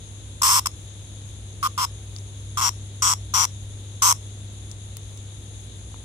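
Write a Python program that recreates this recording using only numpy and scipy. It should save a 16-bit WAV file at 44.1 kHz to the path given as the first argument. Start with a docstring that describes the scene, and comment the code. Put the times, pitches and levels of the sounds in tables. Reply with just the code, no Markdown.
"""From the start a hum, a low rumble and thin, steady bands of far night insects lie under the scene.
At 0.4 s a cicada held between two fingers, close to the microphone, starts its short buzzes: its two tymbals
buckle in turn, each buckle a quick run of rib clicks over a falling note of the hollow abdomen.
Two small ticks fall at 2.2 s and the hum is fullest from 2.65 to 3.75 s; the last buzz ends at 4.1 s.
Then only a few ticks of legs and wings, and very faint claw scrapes, stand out from the background."""
import sys
import numpy as np
from scipy import signal
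from scipy.fft import rfft, irfft, next_fast_len
from scipy.io import wavfile
from scipy.ndimage import map_coordinates

SR = 44100
rng = np.random.default_rng(int(sys.argv[2]) if len(sys.argv) > 2 else 0)


def materialize(psi):
    """Save the field psi as 16-bit PCM at rate SR to the path in sys.argv[1].

    A 1-D psi becomes a single channel; in a 2-D psi each row is a channel.
    """
    bounded = np.clip(np.atleast_2d(psi).T, -1, 1)
    quanta = np.round(bounded * 32767).astype(np.int16)
    wavfile.write(sys.argv[1], SR, quanta)


N = 266628  # samples

# buzzes, levels and pan before the trims in cicada(): first buckle t/s, last buckle t/s, buckle rate f/Hz,
#   final slowing/share, abdomen f/Hz, fall of its note/share, tymbal ring f/Hz,
#   ring peak level/dB against the other resonances, abdomen level/dB, body wall level/dB against the abdomen,
#   rib level/dB, snap level/dB, rib swell from start to end/dB, lean to the last ribs/dB, left over right/dB
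BUZZES = [ (0.4174, .4175, 190, .35, 1005, 0.074, 5310, 1, -21, -14.5, -21.5, -27, 11, 3, 5),
          (.431, .5915, 192, 0.34, 1050, 0.16, 5380, -0.5, -22.5, -9, -21.5, -26.5, -0.5, -2.5, 3),
          (0.658, .667, 160, .35, 1090, .24, 5346, 4, -25.5, -7, -25, -30.5, 5, 1.5, 5.5),
          (1.628, 1.669, 205, 0.29, 1118, 0.063, 5230, 4, -21.5, -14, -35.5, -38, 5, -3, 5),
          (1.7774, 1.847, 192, 0.2, 1058, 0.15, 5285, 6, -24.5, -9.5, -30, -37.5, 8.5, -3, 5),
          (2.5723, 2.61, 180, 0.47, 1085, 0.24, 5730, -10, -25, -9.5, -30.5, -37.5, 4, 1.5, 7),
          (2.617, 2.6875, 200, .5, 1048, 0.29, 5710, 4.5, -26, -6, -23.5, -35.5, 3, 1, 6.5),
          (3.0214, 3.133, 186, 0.44, 1092, 0.29, 5810, -2, -25.5, -6.5, -21, -34, -1, 2, 3.5),
          (3.338, 3.449, 185, 0.44, 1050, .3, 5815, 4.5, -25.5, -6, -22, -34, 2.5, 2, 7.5),
          (4.0205, 4.1212, 183, 0.41, 1052, 0.18, 6204, 2, -21.5, -9.5, -19, -27.5, 1, 3, 2.5)]
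# upper resonances of the tymbals: centre f/Hz, width f/Hz, left level/dB, right level/dB
TYMBAL_MODES = [(5525, 410, 3, -1.5), (6440, 570, -2.5, -10), (7290, 470, -1.5, -5), (8050, 350, -4, 0.5)]
# resonances of the body wall: centre f/Hz, width f/Hz, left level/dB, right level/dB
WALL_MODES = [(1480, 340, -8, -0.5), (2176, 330, 1, -4), (2740, 300, 2.5, -15), (3280, 340, 1, 5.5),
              (4170, 350, -10.5, -1)]
# colour of the abdomen's opening, which holds back the bass: f/Hz, level/dB
OPENING_COLOUR = [(500, -3), (700, -4), (860, -5.5), (1300, 4.5), (1480, 10.5), (1750, -8)]
# colour of a rib's dry snap: f/Hz, relative spectral level/dB
SNAP_COLOUR = [(500, -19), (4500, -6.5), (8000, -2), (9500, 0.5), (11000, -3), (12200, -1), (13600, -2.5),
               (14500, -6), (15300, -15), (15900, -28)]
# ticks of legs, wings and the grip: t/s, level/dB before the trim in ticks(), left over right/dB,
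#   centre f/Hz, width f/Hz
TICKS = [(2.163, -25, 2, 5170, 2200), (2.1852, -29, 6, 5963, 1100), (4.714, -24.5, 6, 7000, 2000),
         (4.969, -24, 6, 8650, 7450), (5.1745, -33.5, 5, 7000, 3500), (5.943, -33, 7, 600, 900)]
# decay of the yard's answer: f/Hz, t60 t/s
YARD_DECAY = [(300, 0.05), (1200, .14), (6000, 0.2), (14000, 0.13)]
# distant insect choruses: centre f/Hz, width f/Hz, mean level/dB, left over right/dB
CHORUS_BANDS = [(3618, 584, -54.5, 6.5), (6643, 540, -53, 9), (7510, 240, -60.5, 5.5),
                (9240, 690, -59, 1.5), (10250, 800, -54.5, -1)]
# colour of the rumble and air: f/Hz, relative spectral level/dB
RUMBLE_COLOUR = [(20, -33), (36, -16.5), (48, -8.5), (58, 3), (74, -4), (110, -11), (140, -10.5),
                 (170, -17.5), (300, -19), (450, -23), (700, -29), (1200, -34.5), (3000, -33.5),
                 (10500, -52.5), (12000, -62)]
# likeness of the rumble at the two ports: f/Hz, left-right correlation/share
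RUMBLE_LIKENESS = [(130, 0.87), (290, 0.99), (640, .54), (1400, 0)]

# each buzz starts with the abdomen a little weak and sharp; it builds up fast and its note sags slowly
SETTLE_S, START_WEAK_DB = 0.0062, 1.5
SAG_S, START_SHARP = 0.029, 0.025  # sharpness as a share of the pitch
SNAP_FOLLOWS = 0.72  # share of the ribs' swell that the snap follows
RELEASE_S, RELEASE_DB = 0.011, 2  # the ribs ease off as the muscles let go
# the hum holds full level between two times and fades slowly to either side
HUM_HZ, HUM_DB, HUM_FADE_DB_PER_S = 100.1, -36.5, 2
HUM_FULL_S, HUM_FADE_S = 2.65, 3.75
TOP_HZ = 15900


def cicada(note_db=0.5, ring_db=1.0, snap_db=4.0, ring_width_hz=520, ring_right_db=-5,
           tymbal_split=0.021, pan_offset_db=-2.0, lag_s=0.00019, buckle_s=0.007):
    """Every buckle sounds the abdomen and sets off a run of rib clicks in the tymbal and the body wall."""
    notes = np.zeros(N)
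    rings, walls, snaps = np.zeros((3, 2, N))
    for (first, last, rate, slowing, abdomen_hz, fall, ring_hz, peak_db, abdomen_db, wall_db,
         rib_db, bright_db, swell_db, lean_db, pan_db) in BUZZES:
        times = buckle_times(first, last, rate, slowing)
        length_s = last - first + buckle_s
        span = slice(round(first * SR), round(last * SR) + SR // 40)
        age = np.arange(span.stop - span.start) / SR
        body_push_db, rib_push_db, snap_push_db = effort(age, length_s, swell_db)
        body_gain = amp(abdomen_db + body_push_db)

        note = np.zeros(N)
        for k, s in enumerate(times):
            sharp = START_SHARP * np.exp((first - s) / SAG_S)
            # one tymbal is tuned a little higher than the other
            split = tymbal_split * (-1) ** k
            hz = abdomen_hz * (1 + sharp + split + rng.normal(0, 0.016))
            add(note, s, amp(rng.normal(0, 0.95)) * abdomen_note(hz, fall))
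        note = filtered(note[span], lambda hz: amp(along(OPENING_COLOUR, hz)))
        add(notes, first, body_gain * levelled(note, length_s))

        # each tymbal has its own paths out of the grip
        clicks = sum(between_fingers(rib_clicks(times[side::2], ring_hz, lean_db)[span]) for side in (0, 1))
        # muscle tension sets the tymbal's main resonance
        tymbal = list(TYMBAL_MODES) + [(ring_hz, ring_width_hz, peak_db, peak_db + ring_right_db)]
        ring = filtered(crackle(clicks, share=0.11), lambda hz: resonances(tymbal, hz))
        ring_gain = amp(rib_db + rib_push_db) * panned(pan_db + pan_offset_db)
        add(rings, first, ring_gain * levelled(ring, length_s))

        wall = filtered(crackle(clicks, share=1.0), lambda hz: resonances(WALL_MODES, hz))
        add(walls, first, body_gain * amp(wall_db) * levelled(wall, length_s))

        snap = filtered(crackle(clicks, share=0.76), lambda hz: amp(along(SNAP_COLOUR, hz)))
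        add(snaps, first, amp(bright_db + snap_push_db) * levelled(snap, length_s))

    # the note reaches the right port first
    ports = np.array([[-1], [1]])
    notes = filtered(notes, lambda hz: np.exp(1j * np.pi * hz * lag_s * ports))
    return notes * amp(note_db) + walls + rings * amp(ring_db) + snaps * amp(snap_db)


def buckle_times(first, last, rate, slowing, slow_s=.021, limp=.05, jitter_s=.00018):
    """The two tymbals take turns, a little unevenly, and slow down as the muscles let go."""
    t = np.linspace(first, max(first, last), 200)
    rate_now = rate * (1 - slowing * np.exp((t - t[-1]) / slow_s))
    turns = np.cumsum(rate_now) * (t[1] - t[0])
    times = np.interp(np.linspace(0, turns[-1], round(turns[-1]) + 1), turns, t)
    late = limp / rate * (np.arange(len(times)) % 2)  # every second buckle
    return times + late + rng.normal(0, jitter_s, len(times))


def effort(age, length_s, swell_db):
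    """Level course of a buzz in dB: the abdomen builds up, the ribs swell and ease off, their snap follows."""
    start = START_WEAK_DB * np.exp(-age / SETTLE_S)
    swell = swell_db * (np.minimum(age / length_s, 1) - .5)
    release = RELEASE_DB * np.exp(np.minimum(age - length_s, 0) / RELEASE_S)
    return -start, swell - release, SNAP_FOLLOWS * swell - release


def abdomen_note(hz, fall, length_s=0.0073):
    """One buckle pumps the air sac: a few cycles that swell, sink in pitch and fade."""
    u = np.arange(int(length_s * SR)) / (length_s * SR)
    phase = 2 * np.pi * np.cumsum(hz * (1 + fall * (.42 - u * 1.29))) / SR
    return np.sin(phase) * np.sin(np.pi * u ** 0.64) ** 1.06


def rib_clicks(times, ring_hz, lean_db, lead_s=.0006, scatter_s=.000015, scatter_db=0.2):
    """In each buckle four ribs give way in turn, six ring cycles apart, so that each one feeds the ring."""
    gap_s = 6 / ring_hz
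    ribs_db = np.array([-2.5, -21.5, -2.5, -4.5]) + lean_db * np.linspace(-1, 1, 4)
    clicks = np.zeros(N)
    for s in times:
        at = s + lead_s + gap_s * np.arange(4) + np.cumsum(rng.normal(0, scatter_s, 4))
        for rib_s, db in zip(at, ribs_db):
            add(clicks, rib_s, amp([db + rng.normal(0, scatter_db)]))
    return clicks


def between_fingers(clicks, rise_s=0.00011, raw_t60=0.0094):
    """Scattering in the grip smears each click in time, differently for each port."""
    t = np.arange(SR // 50) / SR
    envelope = (1 - np.exp(-t / rise_s)) * amp(-60 * t / raw_t60)  # before the spectrum is flattened
    paths = rfft(rng.standard_normal((2, len(t))) * envelope)
    lead = SR // 500
    # flattened, the paths shift phases only and leave the colour nearly alone
    smear = np.roll(irfft(paths / np.abs(paths)), lead, axis=1)[:, :len(t) // 2]
    return signal.fftconvolve(clicks[None], smear, axes=1)[:, lead:lead + len(clicks)]


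def crackle(clicks, share):
    """No two buckles crease alike: a share of the clicks' energy is fresh noise under their envelope."""
    fade = amp(-120 * np.arange(SR // 200) / SR / .004)  # power falls 60 dB in 4 ms
    power = np.abs(signal.fftconvolve(clicks ** 2, fade[None], axes=1))[:, :clicks.shape[1]]
    share = np.clip(share, 0, 1)
    noise = unit(np.sqrt(power) * rng.standard_normal(clicks.shape))
    return np.sqrt(1 - share) * unit(clicks) + np.sqrt(share) * noise


def resonances(modes, hz):
    """Left and right gain of bell-shaped resonances, summed in power."""
    power = 0
    for centre, width, left_db, right_db in modes:
        bell = 1 / (1 + 2 * ((hz - centre) / width) ** 2)
        power = power + (amp([[left_db], [right_db]]) * bell) ** 2
    return np.sqrt(power)


def ticks(t60=0.014, trim_db=-5):
    """Legs and wings flick against the fingers: short bursts of band noise that die away fast."""
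    out = np.zeros((2, N))
    t = np.arange(SR // 30) / SR
    for s, db, pan_db, hz, width in TICKS:
        burst = band(rng.standard_normal((2, len(t))), hz, width)
        add(out, s, amp(db + trim_db - 60 * t / t60) * panned(pan_db) * burst)
    return out


def scrapes(level_db=-78, unrest_db=4, centre_hz=13000, width_hz=3500):
    """Claws scrape very faintly on the skin: high band noise that comes in fits and starts."""
    hiss = band(rng.standard_normal((2, N)), centre_hz, width_hz)
    return amp(level_db + unrest_db * np.minimum(wobble(14), 2)) * hiss


def yard(x):
    """A short, faint answer from the concrete floor and the walls: noise that decays band by band."""
    hz, t, z = signal.stft(rng.standard_normal((2, SR // 3)), SR, nperseg=256)
    decay = amp(-60 * t / along(YARD_DECAY, hz)[:, None])
    tail = signal.istft(z * decay, SR, nperseg=256)[1]
    return signal.fftconvolve(x, tail / np.linalg.norm(tail[0]), axes=1)[:, :N]


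def night_chorus(shimmer_db=0.9, edge_hz=11000):
    """Many far insects merge into a few thin bands of noise, steady but for a slight shimmer."""
    bands = np.zeros((2, N))
    for hz, width, db, pan_db in CHORUS_BANDS:
        level = amp(db + shimmer_db * wobble(25))
        bands += level * panned(pan_db) * band(rng.standard_normal((2, N)), hz, width)
    return filtered(bands, lambda hz: 1 / (1 + (hz / edge_hz) ** 40))


def hum(waver_db=-0.75, drift_rad=0.15, overtone_db=-25):
    """A mains hum with a weak octave; its level and phase waver slightly."""
    t = np.arange(N) / SR
    outside_s = np.abs(t - np.clip(t, HUM_FULL_S, HUM_FADE_S))
    level_db = HUM_DB - HUM_FADE_DB_PER_S * outside_s
    phase = 2 * np.pi * HUM_HZ * t + drift_rad * wobble(2.9)
    tone = unit(np.sin(phase) + amp(overtone_db) * np.sin(2 * phase))
    return tone * amp(level_db + waver_db * wobble(20)) * panned(1.0)


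def rumble(level_db=-42.5):
    """A low rumble with faint air: alike at both ports in the bass, unrelated higher up."""
    def colour(hz):
        # sharing out mid and side by this angle sets the likeness
        angle = np.arccos(np.clip(along(RUMBLE_LIKENESS, hz), -1, 1)) / 2
        return amp(along(RUMBLE_COLOUR, hz)) * [np.cos(angle), np.sin(angle)]

    mid, side = filtered(rng.standard_normal((2, N)), colour)
    return amp(level_db) * unit(np.array([mid + side, mid - side])) * panned(0.71)


def amp(db):
    """Gain from decibels."""
    return 10 ** (np.asarray(db) / 20)


def unit(x):
    """x at rms 1."""
    return x / np.sqrt(np.mean(x ** 2) + 1e-20)


def levelled(x, length_s):
    """x with the energy of rms 1 held for length_s, averaged over its channels."""
    return x * np.sqrt(length_s * SR / np.mean(np.sum(x ** 2, axis=-1)))


def along(points, hz):
    """Read (f/Hz, value) points on a log frequency axis."""
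    f, v = np.transpose(points)
    return np.interp(np.log(hz + 1), np.log(f + 1), v)


def wobble(rate):
    """A smooth random curve, rate knots a second."""
    knots = rng.standard_normal(int(N * rate / SR) + 4)
    return map_coordinates(knots, [np.arange(N) * rate / SR])


def filtered(x, response):
    """x shaped by a response over frequency."""
    n = x.shape[-1]
    m = next_fast_len(n + 2048)
    return irfft(rfft(x, m) * response(np.fft.rfftfreq(m, 1 / SR)), m)[..., :n]


def band(x, centre_hz, width_hz):
    """x through a bell-shaped band, at rms 1."""
    return unit(filtered(x, lambda hz: 1 / (1 + ((hz - centre_hz) / width_hz * 2) ** 2 / 2)))


def panned(db):
    """Left and right gains for a level difference, left over right."""
    return amp(np.array([np.atleast_1d(db), -np.atleast_1d(db)]) / 2)


def add(track, s, sound):
    """Mix a sound into a track at time s."""
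    i = round(s * SR)
    track[..., i:i + sound.shape[-1]] += sound


def scene(wet_db=-20):
    """The insect in front, the night behind."""
    near = cicada() + ticks() + scrapes()
    return near + amp(wet_db) * yard(near) + night_chorus() + hum() + rumble()


def record(dry):
    """The recorder rounds off the very highest peaks and keeps nothing above its band limit."""
    rounded = dry / (1 + np.abs(dry / .8) ** 6) ** (1 / 6)
    return filtered(rounded, lambda hz: hz < TOP_HZ)


dry = scene()
out = record(dry)
materialize(out)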